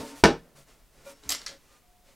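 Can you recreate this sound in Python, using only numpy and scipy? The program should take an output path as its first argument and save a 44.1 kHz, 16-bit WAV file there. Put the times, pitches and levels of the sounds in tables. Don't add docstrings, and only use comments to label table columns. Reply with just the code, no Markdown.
import sys
import numpy as np
from scipy import signal
from scipy.io import wavfile

SR = 44100
rng = np.random.default_rng(int(sys.argv[2]) if len(sys.argv) > 2 else 0)


def magnitude_from_level(level_db):
    exponent = np.asarray(level_db, float) / 20
    return 10 ** exponent


def int16_out(signal):
    q = np.round(np.clip(np.atleast_2d(signal).T, -1, 1) * 32767)
    wavfile.write(sys.argv[1], SR, q.astype(np.int16))


N = 94815

# frequency in Hz, level in dB per Hz.
HUSH_COLOUR = [(15, -4), (40, 3.5), (65, -12.5), (130, -14), (600, -22), (1500, -26), (5000, -29),
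               (16000, -31.5)]
HUSH_SIDE_COLOUR = [(15, -9), (40, -5), (100, -16.5), (250, -22), (700, -24.5), (1500, -35.5),
                    (5000, -35.5), (16000, -37.5)]
# frequency in Hz, t60 in seconds.
ROOM_DECAY = [(60, 0.24), (150, .28), (400, 0.18), (1500, 0.22), (4000, 0.22), (8000, 0.19), (14000, 0.13)]
# frequency in Hz, level in dB per Hz.
SIDE_COLOUR = [(60, -2.5), (300, -10.5), (1100, -2), (2300, -3), (4000, -27), (16000, -16)]

# start in seconds, length in seconds, rise as a share, hiss in dB, wood in dB.
STROKES = [(-.05, 0.091, 0.23, -43, -44), (0.034, .14, .4, -51.5, -59), (0.359, 0.22, 0.45, -76.5, -62),
           (0.661, 0.11, 0.285, -61, -62.5), (0.74, 0.15, 0.33, -71.5, -70), (0.895, .19, 0.7, -63.5, -62),
           (1.127, 0.17, 0.31, -65.5, -75), (1.221, 0.26, 0.15, -57, -69),
           (1.294, 0.082, 0.13, -44.5, -53.5), (1.361, 0.13, .5, -58, -63), (1.467, .115, 0.27, -57, -58),
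           (1.562, 0.14, 0.65, -67.5, -69.5), (1.67, .15, 0.37, -64, -69), (2.03, 0.13, .5, -63.5, -67.5)]
# start in seconds, length in seconds, rise as a share, hiss in dB, wood in dB.
FINGERS = [
    (.0, 0.13, 0.38, -56, -58),
    (0.146, 0.087, 0.45, -50.5, -56),
    (0.55, .1, 0.25, -58, -60),
    (1.04, 0.1, 0.6, -52, -58.5),
]
# frequency in Hz, level in dB per Hz.
SLIDE_COLOUR = [(300, -26), (800, -6.5), (1500, -7), (3000, -10), (7000, -11.5), (10000, -17),
                (16000, -30.5)]
SKIN_COLOUR = [(300, -23.5), (800, -9.5), (1500, -8.5), (3000, -10), (9000, -11), (13000, -18),
               (16000, -21.5)]
WOOD_COLOUR = [(40, -21), (120, -3), (300, 1.5), (600, 1), (1000, -7), (2000, -14.5), (4000, -42)]
# frequency in Hz, width in Hz, level in dB.
LID_MODES = [(281, 6.8, 4), (445, 33, -7), (560, 27, -14), (912, 14, -12)]
# start in seconds, length in seconds, rise as a share, level in dB.
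HUMS = [
    (-.03, .11, 0.18, -33.5),
    (.08, 0.1, 0.39, -47),
    (1.08, 0.11, 0.31, -56),
    (1.21, .2, 0.6, -52.5),
]
# start in seconds, length in seconds, rise as a share, level in dB.
SQUEAK = (1.1, 0.2, -2, -72)
# start in seconds, length in seconds, rise as a share, level in dB, pitch in Hz.
PANEL_TONES = [(1.464, .125, .4, -62, 550), (1.69, .07, 0.38, -75, 546), (1.62, .25, .6, -75, 1214),
               (1.79, .36, .4, -70, 719), (2.03, .15, .5, -69.5, 544), (.55, .1, .5, -68, 560),
               (1.2, .09, 0.54, -66, 420), (1.295, .06, 0.36, -50, 742), (1.679, 0.17, 0.41, -79, 2439),
               (-.02, .1, .4, -51, 915), (.09, .11, .4, -60, 915), (-.02, .07, .5, -48, 445),
               (-.02, .05, .5, -48, 100), (.41, .07, .4, -62, 160), (.52, .14, .5, -64, 140),
               (.325, .045, .4, -46, 385), (.96, .1, .5, -66, 140), (1.47, .12, .5, -66, 280),
               (1.295, .06, .4, -52, 1330)]

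# frequency in Hz, level in dB, t60 in seconds.
RIM_MODES = [(556, 6, 0.27), (935, -12, 0.44), (1415, -5.5, 0.19), (2400, -4.5, 0.13), (1150, -14, 0.29)]
BENCH_MODES = [(49.4, 4, 0.49), (84, 2.5, 0.32), (146, 4.5, 0.13), (204, 5.5, 0.09)]

# start in seconds, peak in dB, ring in Hz, broad burst in dB.
SNAPS = [(1.2357, -45, 3900, -1.5), (1.2912, -10, 6660, -19), (1.2935, -12, 5010, -12.5),
         (1.2945, -14, 7300, -13), (1.3026, -12, 7790, -7), (1.3063, -18.5, 5110, -5),
         (1.309, -20.5, 7800, -7), (1.3138, -18, 4650, -6), (1.3192, -16, 6410, -3),
         (1.3214, -13.5, 5000, -6.5), (1.3256, -19.5, 7860, -1), (1.3326, -28, 4140, -8.5),
         (1.3478, -16, 5400, -10), (1.35, -22, 6800, -8), (1.3926, -38, 4500, -4.5),
         (1.4145, -34, 7200, -14), (1.4165, -31.5, 3900, -2), (1.4629, -18, 5150, -10.5),
         (1.4662, -20, 4300, -10), (1.4661, -26, 4070, 0), (1.4806, -28, 6500, -8),
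         (1.4876, -34.5, 3750, -3), (1.4956, -32, 3300, -21)]
TICKS = [(.2425, -13.5, 5140, -10), (.2675, -20, 4600, -9.5), (.3915, -55.5, 9000, 0.5),
         (.562, -50, 5400, -10), (.565, -52, 9500, -10), (.582, -54, 3900, -10),
         (1.2912, -21.5, 13200, -16), (1.3018, -20, 13400, -9), (1.3022, -24.5, 10500, -10),
         (1.313, -26.5, 10900, -8.5), (1.32, -19.5, 11400, -15), (1.3245, -25, 11400, -14.5),
         (1.3405, -28.5, 4200, -5), (1.4635, -32.5, 9400, -8.5), (1.4715, -31, 3930, -5),
         (1.4755, -33, 2600, -4), (1.4805, -34, 7900, -6), (1.491, -32, 3900, -2.5),
         (1.5145, -36, 1100, -18)]
# frequency in Hz, level in dB per Hz.
SNAP_COLOUR = [(200, -33), (700, -4), (1500, -4.5), (4000, 2), (8000, -9.5), (11000, -4.5), (14000, -11.5),
               (16500, -21.5)]
DULL_SNAP_COLOUR = [(200, -29.5), (700, -7.5), (1500, 2), (4000, -1), (8000, -13), (11000, -16.5),
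                    (16500, -44.5)]

# start in seconds, push in dB, crack in dB.
BLOWS = [
    (0.2377, -2.5, -9),
    (.239, -12.5, -1),
    (0.249, -3.5, -13),
    (.255, -3, -9),
]
# start in seconds, level in dB.
BOUNCES = [(0.2454, -11.5), (.2622, -11), (0.2732, -15), (0.2784, -12.5), (0.2869, -16.5), (0.3046, -14.5)]
# frequency in Hz, level in dB, t60 in seconds.
BOX_MODES = [(259, -17, 0.13), (332, -2, .16), (401.6, -1, 0.27), (417.5, -9.5, .12), (458, -9, 0.2),
             (553, -12, 0.11), (665, -4, 0.06), (812, -8, 0.12), (904, -10, 0.07), (1063, -9, 0.048),
             (1312, -9.5, .08), (1745, -11.5, 0.065), (2250, -16.5, 0.093), (2830, -14.5, .06)]
# frequencies in Hz, levels in dB, t60s in seconds.
AIR_HZ = [42, 152.8, 207]
AIR_DB = [-29.5, -19.5, -17.5]
AIR_T60 = [.36, 0.27, 0.19]
# frequency in Hz, level in dB per Hz.
CRACK_COLOUR = [(100, -33), (300, -6), (800, -0.5), (2000, -2.5), (3300, -9.5), (5200, -9.5), (9000, -25),
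                (16000, -41)]


def evened(x):
    return x / np.sqrt(np.mean(x ** 2) + 1e-20)


def read(points, hz):
    f, value = np.transpose(points)
    return np.interp(np.log(hz + 1), np.log(f + 1), value)


def coloured(x, points):
    hz = np.abs(np.fft.fftfreq(4096, 1 / SR))
    log_gain = np.maximum(read(points, hz), -100) * np.log(10) / 20
    phase = -signal.hilbert(log_gain).imag
    taps = np.fft.ifft(np.exp(log_gain + 1j * phase)).real
    return signal.oaconvolve(x, taps / np.linalg.norm(taps))[:len(x)]


def high_pass(x, hz):
    return signal.lfilter(*signal.butter(2, hz, "high", fs=SR), x)


def add(mix, s, sound):
    at = round(s * SR)
    sound = sound[max(-at, 0):]
    part = mix[max(at, 0):][:len(sound)]
    part += sound[:len(part)]


def resonate(x, hz, width_hz):
    r = np.exp(-np.pi * width_hz / SR)
    pole = r * np.exp(2j * np.pi * hz / SR)
    return 2 * signal.lfilter([1 - r], [1, -pole], x).real


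def rings(modes):
    t = np.arange(SR // 2) / SR
    return sum(magnitude_from_level(db - 60 * t / t60) * np.sin(2 * np.pi * hz * t) for hz, db, t60 in modes)


def swells(rows):
    out = np.zeros(N)
    for s, length, rise, db in rows:
        u = np.arange(0, length, 1 / SR) / length
        ramp = np.interp(u, [0, np.clip(rise, .05, .95), 1], [0, 1, 0])
        add(out, s, magnitude_from_level(db) * np.sin(np.pi / 2 * ramp) ** 0.99)
    return out


def soft_start(t, rise_s):
    return np.sin(np.pi / 2 * np.minimum(t / rise_s, 1)) ** 2


def room(x):
    hz, t, z = signal.stft(rng.standard_normal(SR // 2), SR, nperseg=256)
    decay = magnitude_from_level(-60 * t / read(ROOM_DECAY, hz)[:, None])
    tail = signal.istft(z * decay, SR, nperseg=256)[1]
    start_s = 0.0027
    tail = tail * np.minimum(np.arange(len(tail)) / SR / start_s, 1)
    return signal.fftconvolve(x, tail / np.linalg.norm(tail))[:N]


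def hush():
    a, b = rng.standard_normal((2, N))
    hush_db, side_db = -61.5, -9.5
    centre = magnitude_from_level(hush_db) * coloured(a, HUSH_COLOUR)
    return centre, magnitude_from_level(hush_db + side_db) * coloured(b, HUSH_SIDE_COLOUR)


def panel_tones(noise):
    t, out = np.arange(N) / SR, np.zeros(N)
    for *swell, hz in PANEL_TONES:
        sine = np.sqrt(2) * np.sin(2 * np.pi * hz * t)
        blur = 0.5 * evened(resonate(noise, hz, width_hz=30))
        out += swells([swell]) * (sine + blur)
    return out


def rubbing():
    grit_per_s, grit_db = 2500, 4
    grains = (rng.random(N) < grit_per_s / SR) * rng.standard_normal(N)
    grit = magnitude_from_level(grit_db * np.minimum(rng.exponential(1, N), 3)) * grains
    a, b, c = rng.standard_normal((3, N))
    drag = evened(0.3 * evened(grit) + b)
    dry = swells(row[:4] for row in STROKES) * coloured(drag, SLIDE_COLOUR)
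    dry += swells(row[:4] for row in FINGERS) * coloured(drag, SKIN_COLOUR)
    dry += swells(row[:3] + row[4:] for row in STROKES + FINGERS) * coloured(c, WOOD_COLOUR)
    hum = sum(magnitude_from_level(db) / np.sqrt(width) * resonate(a, hz, width) for hz, width, db in LID_MODES)
    dry += swells(HUMS) * evened(hum)
    dry += swells([SQUEAK]) * evened(resonate(c, hz=5400, width_hz=130))
    dry += panel_tones(b)
    return dry + magnitude_from_level(-8) * room(dry)


def lift():
    out, t = np.zeros(N), np.arange(SR // 2) / SR
    lift_s, lift_db, damp_s = 1.055, -41, 0.089
    damped = 1 / (1 + np.exp((t - damp_s) / 0.01))
    add(out, lift_s, magnitude_from_level(lift_db) * rings(RIM_MODES) * soft_start(t, rise_s=0.023) * damped)
    thump_s, thump_db = 1.246, -51
    add(out, thump_s, magnitude_from_level(thump_db) * rings(BENCH_MODES) * soft_start(t, rise_s=0.016))
    return out


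def hinges(rows):
    out, t = np.zeros(N), np.arange(SR // 40) / SR
    decay_s, rise_s, width_hz = 0.0017, 0.0007, 1400
    snap_db, ring_db, room_db = -3, -4, -4
    for s, db, hz, broad_db in rows:
        burst = rng.standard_normal(len(t)) * np.exp(-t / decay_s) * np.minimum(t / rise_s, 1)
        ring = resonate(resonate(burst, hz, width_hz), hz, width_hz)
        colour = SNAP_COLOUR if 1.28 < s < 1.34 else DULL_SNAP_COLOUR
        slip = magnitude_from_level(broad_db) * coloured(burst, colour) + magnitude_from_level(ring_db) * 4 * ring
        add(out, s, magnitude_from_level(db + snap_db) * slip)
    return out + magnitude_from_level(room_db) * room(out)


def knock():
    out, t = np.zeros(N), np.arange(SR // 20) / SR
    push_hz, push_db = 474, -1.5
    crack_s, crack_db = 0.0038, -5.5
    box_db, room_db = -13, -5
    puff_s, puff_db = 0.0027, -30.5
    u = 2 * np.pi * push_hz * t
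    push = high_pass(np.sin(u) * np.exp(-u / 4), 140)
    for s, blow_push_db, blow_crack_db in BLOWS:
        crack = coloured(rng.standard_normal(len(t)) * np.exp(-t / crack_s), CRACK_COLOUR)
        add(out, s, magnitude_from_level(blow_push_db + push_db) * push + magnitude_from_level(blow_crack_db + crack_db) * crack)
    for s, db in BOUNCES:
        add(out, s, magnitude_from_level(db) * push)
    box = magnitude_from_level(box_db) * rings(BOX_MODES)
    landing_s = BLOWS[0][0]
    bounce_s, bounce_db, _ = BLOWS[2]
    add(out, landing_s, box)
    add(out, bounce_s, magnitude_from_level(bounce_db) * box)
    out = high_pass(out + magnitude_from_level(room_db) * room(out), 80)
    add(out, landing_s, rings(zip(AIR_HZ, AIR_DB, AIR_T60)))
    puff = magnitude_from_level(puff_db) * np.exp(-t / puff_s)[::-1]
    add(out, landing_s - len(t) / SR, puff)
    return out


def scene():
    hush_mid, hush_side = hush()
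    mid = rubbing() + lift() + hinges(SNAPS) + hinges(TICKS) + knock()
    side = magnitude_from_level(-35) * coloured(room(mid), SIDE_COLOUR) + hush_side
    mid = mid + hush_mid
    return np.array([mid + side, mid - side])


def band_limit(x):
    return signal.sosfilt(signal.butter(12, 15850, fs=SR, output="sos"), x)


def record(dry):
    mix = np.clip(dry, -.97, .97)
    return band_limit(mix)


dry = scene()
out = record(dry)
int16_out(out)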